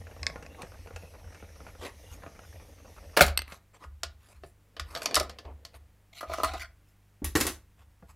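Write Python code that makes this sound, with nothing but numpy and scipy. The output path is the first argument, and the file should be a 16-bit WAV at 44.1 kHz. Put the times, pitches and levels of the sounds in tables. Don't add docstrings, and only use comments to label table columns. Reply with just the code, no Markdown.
import sys
import numpy as np
from scipy import signal
from scipy.fft import rfft, irfft, next_fast_len
from scipy.io import wavfile
from scipy.ndimage import uniform_filter1d, map_coordinates

SR = 44100
rng = np.random.default_rng(int(sys.argv[2]) if len(sys.argv) > 2 else 0)


def log_audio(samples):
    frames = np.atleast_2d(samples).T
    limited = np.clip(frames, -1, 1)
    pcm = np.round(limited * 32767).astype(np.int16)
    wavfile.write(sys.argv[1], SR, pcm)


N = 359591
TIME = np.arange(N) / SR
RING_TIME = np.arange(SR // 5) / SR

# f/Hz, level/dB, t60/s
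HOUSING_MODES = [(184.6, -13, 0.1), (476.8, -12.5, 0.045), (544, -13.5, 0.11), (672, -11, 0.2),
                 (800, -11.5, 0.13), (1420, -7, 0.1), (1640, -13.5, 0.057), (2350, -18, 0.061),
                 (4465, -12.5, 0.048)]
CLEAR_PLATE_MODES = [(655, -4, 0.062), (713, -26, .15), (1017, -5, 0.082), (1246, -3.5, 0.088),
                     (1987, -8, 0.088), (4320, -18.5, 0.11)]
# f/Hz, level/dB
GEAR_SPECTRUM = [(76, -30), (130, -8), (344, -12), (512, -2), (967, -10.5), (1250, -6), (2180, -11),
                 (2610, -8.5), (3250, -20.5), (6260, -19.5), (15000, -44)]


def amp(db):
    return 10 ** (np.asarray(db) / 20)


def unit(x):
    return x / np.sqrt(np.mean(x ** 2) + 1e-20)


def onset_unit(x):
    return x / np.sqrt(np.mean(x[:SR // 125] ** 2))


def along(points, hz):
    knot_hz, values = np.transpose(points)
    return np.interp(np.log(hz + 1), np.log(knot_hz + 1), values)


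def wobble(knots_per_s):
    knots = rng.standard_normal(int(N * knots_per_s / SR) + 4)
    return map_coordinates(knots, [TIME * knots_per_s])


def fade(t60, t=RING_TIME):
    return amp(-60 * t / t60)


def add(track, s, sound):
    part = track[max(round(s * SR), 0):][:len(sound)]
    part += sound[:len(part)]


def coloured(x, colour=((1, 0),), tilt_db=0):
    size = 2 * next_fast_len(len(x) // 2 + 2048)
    hz = np.fft.rfftfreq(size, 1 / SR)
    db = along(colour, hz) + tilt_db * np.log2(np.clip(hz, 400, 10000) / 2000)
    cepstrum = irfft(np.log(np.maximum(amp(db), 1e-6)))
    cepstrum[1:size // 2] *= 2
    cepstrum[size // 2 + 1:] = 0
    return irfft(rfft(x, size) * np.exp(rfft(cepstrum)))[:len(x)]


def noise(colour):
    return unit(coloured(rng.standard_normal(N), colour))


def patchy(x, depth_db):
    spectra = signal.stft(x, nperseg=512)[2]
    patches = uniform_filter1d(rng.standard_normal(spectra.shape), size=7, axis=0)
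    patches = uniform_filter1d(patches, size=12, axis=1)
    return unit(signal.istft(spectra * amp(depth_db * unit(patches)), nperseg=512)[1][:N])


def grains(per_s, spread_db, t60):
    slips = (rng.random(N) < per_s / SR) * amp(spread_db * (2 * rng.random(N) - 1))
    power = np.abs(signal.fftconvolve(slips ** 2, fade(t60) ** 2)[:N])
    return unit(np.sqrt(power) * rng.standard_normal(N))


def ring(modes, t=RING_TIME):
    hz, db, t60 = np.transpose(modes)[:, :, None]
    strength = amp(db + 2 * rng.standard_normal(hz.shape)) * rng.choice([-1, 1], hz.shape)
    return np.sum(strength * np.sin(2 * np.pi * hz * t) * fade(t60, t), axis=0)


def spot_colour(colour, depth_db):
    hz = np.geomspace(60, 16000, 48)
    return np.column_stack([hz, along(colour, hz) + depth_db * rng.standard_normal(len(hz))])


def blows(rows, colour, modes, crack_t60, body_db, body_t60, ring_db, settle_t60):
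    track = np.zeros(N)
    for s, db, tilt_db in rows:
        crack, body = rng.standard_normal((2, len(RING_TIME)))
        body = unit(signal.lfilter([1], [1, -0.3], body))
        burst = crack * fade(crack_t60) + amp(body_db) * body * fade(body_t60)
        contact = onset_unit(coloured(burst, spot_colour(colour, depth_db=2.5)))
        onset = 1 - fade(settle_t60 * amp(-(db + 40) / 2))
        sound = (contact + amp(ring_db) * ring(modes)) * onset
        add(track, s, amp(db) * onset_unit(coloured(sound, tilt_db=tilt_db)))
    return track


def booms(rows, modes, rise_s):
    t = np.arange(SR // 2) / SR
    track = np.zeros(N)
    for s, db in rows:
        boom = ring(modes, t) * (1 - fade(rise_s, t)) ** 2
        add(track, s - 0.005, amp(db) * boom / np.abs(boom).max())
    return track


def strokes(rows, friction):
    track = np.zeros(N)
    for s, length, db, tilt_db in rows:
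        shape = np.hanning(round(2 * length * SR)) ** 2
        stroke = friction[round((s - length) * SR):][:len(shape)]
        add(track, s - length, amp(db) * shape * unit(coloured(stroke, tilt_db=tilt_db)))
    return track


def crank_arm(lag_s=0, turns_hz=2.2, farthest_out_s=0.55):
    return np.cos(2 * np.pi * turns_hz * (TIME - farthest_out_s - lag_s))


def loaded(release_s=3.17, let_go_s=0.044):
    return np.clip((release_s - TIME) / let_go_s + 1, 0, 1)


def room_tone():
    # f/Hz, level/dB
    partials = [(50, -67.5), (100, -66), (150, -78.5), (200, -78.5), (300, -84)]
    air = [(25, -6), (60, -11), (130, -12.5), (300, -18), (900, -22.5), (2000, -24.5), (4000, -32),
           (15000, -34), (16400, -42)]
    hum = sum(amp(db) * np.sqrt(2) * np.sin(2 * np.pi * (hz * TIME + rng.random()))
              for hz, db in partials)
    return hum + amp(-68.5) * noise(air)


def lurches():
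    catches = [(0.0, -37.5), (0.215, -35.5), (0.49, -47), (0.794, -37.5), (0.94, -37), (1.245, -40.5),
               (1.43, -42.5), (1.795, -38), (2.114, -38), (2.545, -42), (2.98, -43.5)]
    rocking = [(50.7, -8, 0.35), (84.3, -2.5, 0.37)]  # f/Hz, level/dB, t60/s
    return booms(catches, rocking, rise_s=0.023)


def rollers(bite_db=7.5, bite_s=0.361, swing_db=-1.46, spin_peak_s=5.1):
    # f/Hz, level/dB
    grind = [(82, -33.5), (140, -3), (316, 1.5), (353, -9), (468, 5), (820, -4), (1150, -10.5),
             (1680, -16.5), (1820, -8), (4000, -28), (5200, -47), (8800, -120)]
    rumble = [(13, -33), (22, -13.5), (75, 4.5), (91, 1.5), (113, -17), (170, -17), (220, -43.5),
              (370, -120)]
    slips = patchy(coloured(grains(per_s=270, spread_db=2, t60=0.05), grind), depth_db=2.5)
    creaks = coloured(grains(per_s=22, spread_db=2, t60=0.06), GEAR_SPECTRUM, tilt_db=-3)
    creaks = patchy(creaks, depth_db=3.5)
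    pressing = amp(-53.5) * noise(rumble) + amp(-59.5) * slips + amp(-62) * creaks
    strain_db = bite_db * np.exp(-TIME / bite_s) + swing_db * crank_arm()
    idle = unit(coloured(slips, [(300, -1), (600, -3.5), (1200, -9), (3500, -0.5)]))
    coast_db = -47.5 - np.maximum(73 * (spin_peak_s - TIME), 37 * (TIME - spin_peak_s))
    return loaded() * amp(strain_db) * pressing + amp(coast_db) * idle


def cranking_hiss(echo_ms=0.335, swing=0.056, waver=0.015, echo_share=0.2, swell_db=1.3):
    spectrum = [(1060, -27.5), (1800, -4.5), (3160, -12.5), (5980, -6), (7390, -15), (11900, -11.5),
                (15200, -29), (16400, -37)]
    direct = noise(spectrum)
    delay_s = echo_ms / 1000 * (1 - swing * crank_arm() + waver * wobble(7))
    combed = direct + echo_share * map_coordinates(direct, [(TIME - delay_s) * SR])
    level_db = -63 + swell_db * crank_arm(lag_s=0.14) + 0.9 * wobble(11)
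    return amp(level_db) * loaded() * patchy(combed, depth_db=2.5)


def crank_clicks():
    clicks = [(0.2305, -35, 0.5), (0.2668, -24.5, 1.7), (0.299, -42, -4), (0.4635, -47, -2.5)]  # t/s, level/dB, tilt/(dB/octave)
    spectrum = [(88, -39), (150, 0), (348, -20), (662, 3.5), (837, -14), (2270, 7.5), (2980, -13),
                (5150, -4), (5910, -28), (7180, -4.5), (11500, -43.5), (16000, -58.5)]
    modes = [(1100, -13.5, 0.078), (2260, -10, 0.016), (2530, -5.5, .025), (4000, -18, 0.026),
             (5180, 9, 0.0073), (7300, -24, 0.014)]
    return blows(clicks, spectrum, modes, crack_t60=0.01,
                 body_db=-18.5, body_t60=0.043, ring_db=4.5, settle_t60=0.002)


def gear_knocks():
    knocks = [(0.358, -38.5, -4), (0.425, -48, 1), (0.619, -42.5, 5.5), (0.63, -41.5, -6),
              (0.872, -47.5, -3.5), (0.905, -45.5, -6), (0.961, -41.5, 1.4), (1.034, -46, -8.5),
              (1.346, -51, -1.5), (1.425, -45.5, -7), (1.603, -48.5, -3.5), (1.647, -55.5, -6),
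              (1.666, -45, -2), (2.235, -43.5, -5), (2.263, -43, -6), (2.391, -47, -1.8), (3.521, -42, 0.7),
              (3.839, -48, 0), (8.025, -49.5, -10)]
    return blows(knocks, GEAR_SPECTRUM, HOUSING_MODES, crack_t60=0.035,
                 body_db=-14.5, body_t60=0.094, ring_db=-1.5, settle_t60=0.0015)


def squeaks(width_hz=130):
    sticks = [(0.533, 0.087, 2740, -64), (1.02, 0.13, 2590, -62.5), (1.405, 0.075, 2220, -61.5),
              (2.083, .1, 2840, -65)]
    fuzz = wobble(2 * width_hz)
    track = np.zeros(N)
    for s, length, hz, db in sticks:
        swell = np.exp(-np.pi * np.minimum(((TIME - s) / length) ** 2, 10))
        track += amp(db) * swell * unit(fuzz * np.sin(2 * np.pi * hz * TIME))
    return track


def rubs():
    brushes = [(0.61, 0.052, -45, -4.5), (1.847, 0.1, -40.5, -0.5), (2.138, 0.057, -52, 4.5),
               (3.525, 0.099, -49.5, 2), (3.757, 0.041, -55.5, 0), (3.835, 0.065, -51.5, -0.5),
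               (4.299, 0.17, -61, 3), (4.468, .09, -67, 10), (4.95, .16, -49, 1.5), (5.09, 0.17, -44.5, -1),
               (5.49, 0.084, -52, -8), (5.754, 0.04, -55.5, 3.5), (6.89, 0.077, -73, 8),
               (7.809, 0.059, -61.5, 0.5), (8.1, 0.049, -59, 3)]
    spectrum = [(120, -30), (200, -9.5), (551, -2.5), (796, -4), (1150, -0.5), (1630, -12.5), (2590, -9.5),
                (3350, -17), (13100, -26), (16400, -53)]
    friction = coloured(grains(per_s=880, spread_db=3, t60=0.023), spectrum)
    return strokes(brushes, patchy(friction, depth_db=4.5))


def roller_snap():
    slams = [(3.1665, -26.5, 2.5), (3.172, -15.5, 1), (3.178, -34.5, 4), (3.193, -24, 0.45), (3.208, -9, 1),
             (3.2145, -19, 7), (3.2215, -19, 3.5), (3.227, -26.5, 2.5), (3.264, -34.5, 7.5),
             (3.279, -32.5, 1)]
    spectrum = [(65, -41.5), (110, -12), (186, -7.5), (403, -7.5), (665, 3), (950, -10.5), (1410, -5),
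                (1850, -12), (2540, -10.5), (3260, -17.5), (4370, -16.5), (7230, -25.5), (12200, -26),
                (16400, -33)]
    return blows(slams, spectrum, HOUSING_MODES, crack_t60=0.024,
                 body_db=-11, body_t60=0.12, ring_db=-5, settle_t60=0.01)


def table_thumps():
    landings = [(3.211, -22), (3.854, -40.5), (4.036, -41), (4.351, -46.5), (4.786, -34), (5.159, -33.5),
                (5.452, -37.5), (5.741, -47.5), (6.272, -39), (6.438, -34.5), (6.532, -41), (7.224, -29),
                (7.353, -36), (7.409, -31.5), (7.791, -51.5), (8.025, -51)]
    modes = [(48, -5, 0.52), (71.2, 3, 0.56), (81, -3, 0.47), (106, -19, 0.16)]  # f/Hz, level/dB, t60/s
    return booms(landings, modes, rise_s=0.099)


def die_ticks():
    ticks = [(3.375, -21.5, 0.74), (3.391, -30.5, -5), (3.4188, -38.5, -2.5), (3.479, -49, -6.5)]  # t/s, level/dB, tilt/(dB/octave)
    spectrum = [(180, -26), (300, -16), (614, -12), (801, -16.5), (2570, -1), (3350, -10), (4670, 4),
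                (6620, -25.5), (8500, -11), (16000, -32.5)]
    modes = [(2087, -11, 0.055), (2610, -5, 0.022), (4400, -7, .015), (6070, -6, 0.016), (8500, 1.5, 0.021),
             (11724, 3, 0.015)]
    return blows(ticks, spectrum, modes, crack_t60=0.0095,
                 body_db=-29.5, body_t60=0.055, ring_db=3.5, settle_t60=0.003038)


def slot_rattle():
    knocks = [(4.033, -29, 1.5), (4.435, -43, -5.5), (4.766, -44, -2), (4.796, -32, 1), (4.95, -33.5, 0),
              (4.961, -35, -1.5), (4.972, -38, 0.1), (5.0186, -35.5, 1), (5.03, -42.5, 12),
              (5.0576, -24, 2), (5.11, -39, -1.7), (5.144, -23, 4.5), (5.149, -34.5, 7),
              (5.154, -20.5, 7.5), (5.162, -22, 1), (5.198, -27.5, 5), (5.295, -42, 1.5), (5.386, -43, 0.2),
              (5.451, -48, -6), (5.65, -42, 3.5), (5.741, -53, -2.5)]
    spectrum = [(76, -49.5), (130, -7), (187, -22), (605, 1), (925, -8), (1250, -4.5), (1410, -1.5),
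                (2390, -6), (4760, -5.5), (6850, -13), (8390, -17.5), (9860, -21.5), (11600, -20),
                (16400, -40.5)]
    modes = [(312.5, -23, 0.079), (585, -19.5, .1), (677, -13.5, 0.11), (1073, -14, 0.064),
             (1222, -6.5, 0.028), (1746, -14.5, 0.054), (4508, 1.5, 0.018), (5500, -2.5, 0.015),
             (8410, -13, 0.017), (11440, -12, 0.016)]
    return blows(knocks, spectrum, modes, crack_t60=0.013,
                 body_db=-22, body_t60=0.084, ring_db=-1.5, settle_t60=0.028)


def clear_plate_taps():
    taps = [(5.168, -20.5, 3), (5.174, -28, -3), (5.207, -28, -9), (5.228, -45, 5), (6.2074, -38, 3),
            (6.229, -35.5, -2), (6.296, -35, -5.5), (6.317, -35, -3), (6.335, -31.5, 2), (6.383, -32, -6),
            (6.4, -30.5, -2.5), (6.4335, -22, 2), (6.444, -26.5, 4.5), (6.535, -37.5, 0.5)]
    spectrum = [(88, -101), (150, -27), (329, -12), (478, -15.5), (641, -1), (931, -14.5), (1270, 0),
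                (1550, -17), (3900, -26.5), (4220, -21.5), (4840, -28.5), (12200, -35), (16400, -44.5)]
    return blows(taps, spectrum, CLEAR_PLATE_MODES, crack_t60=0.046,
                 body_db=-10.5, body_t60=0.15, ring_db=-1, settle_t60=0.0068)


def clear_plate_slide(ring_share=0.35):
    pushes = [(6.135, 0.012, -53.5, -0.5), (6.177, 0.057, -47, 1), (6.32, 0.097, -46.5, -1.5),
              (6.405, 0.15, -49, 1.5), (6.495, 0.079, -38, -3), (6.555, 0.053, -41, -4.5),
              (6.612, 0.064, -40.5, 0), (6.645, 0.04, -46.5, -4)]
    spectrum = [(150, -56), (250, -37), (569, -20.5), (666, -0.5), (1110, -29), (1410, -6.5), (1740, -21.5),
                (2150, -10.5), (2700, -14), (4330, -13.5), (5150, -18.5), (14700, -29.5), (16400, -48)]
    slips = grains(per_s=600, spread_db=5.5, t60=0.032)
    ringing = unit(signal.fftconvolve(slips, ring(CLEAR_PLATE_MODES))[:N])
    scrape = patchy(coloured(slips, spectrum), depth_db=4.5)
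    return strokes(pushes, scrape + ring_share * ringing)


def base_plate_drop():
    impacts = [(7.218, -33.5, -11.5), (7.2436, -31, 3), (7.251, -42, 2.5), (7.353, -20, 0),
               (7.359, -22.5, 0), (7.37, -33, 10), (7.402, -30, 2.5), (7.409, -23, 2), (7.452, -32.5, -0.5),
               (7.4666, -27.5, 5), (7.475, -32.5, 0.3)]
    spectrum = [(59, -28), (100, -2), (156, -8.5), (323, -1), (682, -14.5), (791, -12), (1350, -12.5),
                (1600, -13.5), (1860, -13), (2970, -18.5), (11900, -20.5), (16400, -33)]
    modes = [(300, -9, 0.051), (363, -7, 0.075), (1135, -12.5, 0.16), (1305, -15, .14), (1640, -23, 0.068),
             (1897, -8, 0.1), (2670, -16, 0.2)]
    return blows(impacts, spectrum, modes, crack_t60=0.035,
                 body_db=-10, body_t60=0.2, ring_db=-2, settle_t60=0.014)


def room(x):
    decay = [(150, 0.23), (1000, 0.3), (5000, 0.2), (14000, 0.057)]  # f/Hz, t60/s
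    hz, t, spectra = signal.stft(rng.standard_normal(SR // 2), SR, nperseg=256)
    tail = signal.istft(spectra * fade(along(decay, hz)[:, None], t), SR, nperseg=256)[1]
    delayed = np.pad(x, (SR // 200, 0))
    return signal.fftconvolve(delayed, tail / np.linalg.norm(tail))[:N]


def scene():
    machine = gear_knocks() + roller_snap() + slot_rattle() + rubs()
    ticks = crank_clicks() + die_ticks()
    plates = clear_plate_taps() + base_plate_drop() + clear_plate_slide()
    echo = room(amp(-15) * machine + amp(-18.5) * ticks + amp(-16) * plates)
    running = table_thumps() + lurches() + rollers() + cranking_hiss() + squeaks()
    mid = machine + ticks + plates + echo + running + room_tone()
    side = amp(-12) * coloured(room(plates), [(2500, -60), (5000, 0), (9000, 2), (15000, -4)])
    return np.array([mid + side, mid - side])


def record(dry):
    top_hz = 15850
    size = next_fast_len(N + SR // 2)
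    lowpass = 1 / np.sqrt(1 + (np.fft.rfftfreq(size, 1 / SR) / top_hz) ** 240)
    return irfft(rfft(np.clip(dry, -1, 1), size) * lowpass, size)[:, :N]


dry = scene()
out = record(dry)
log_audio(out)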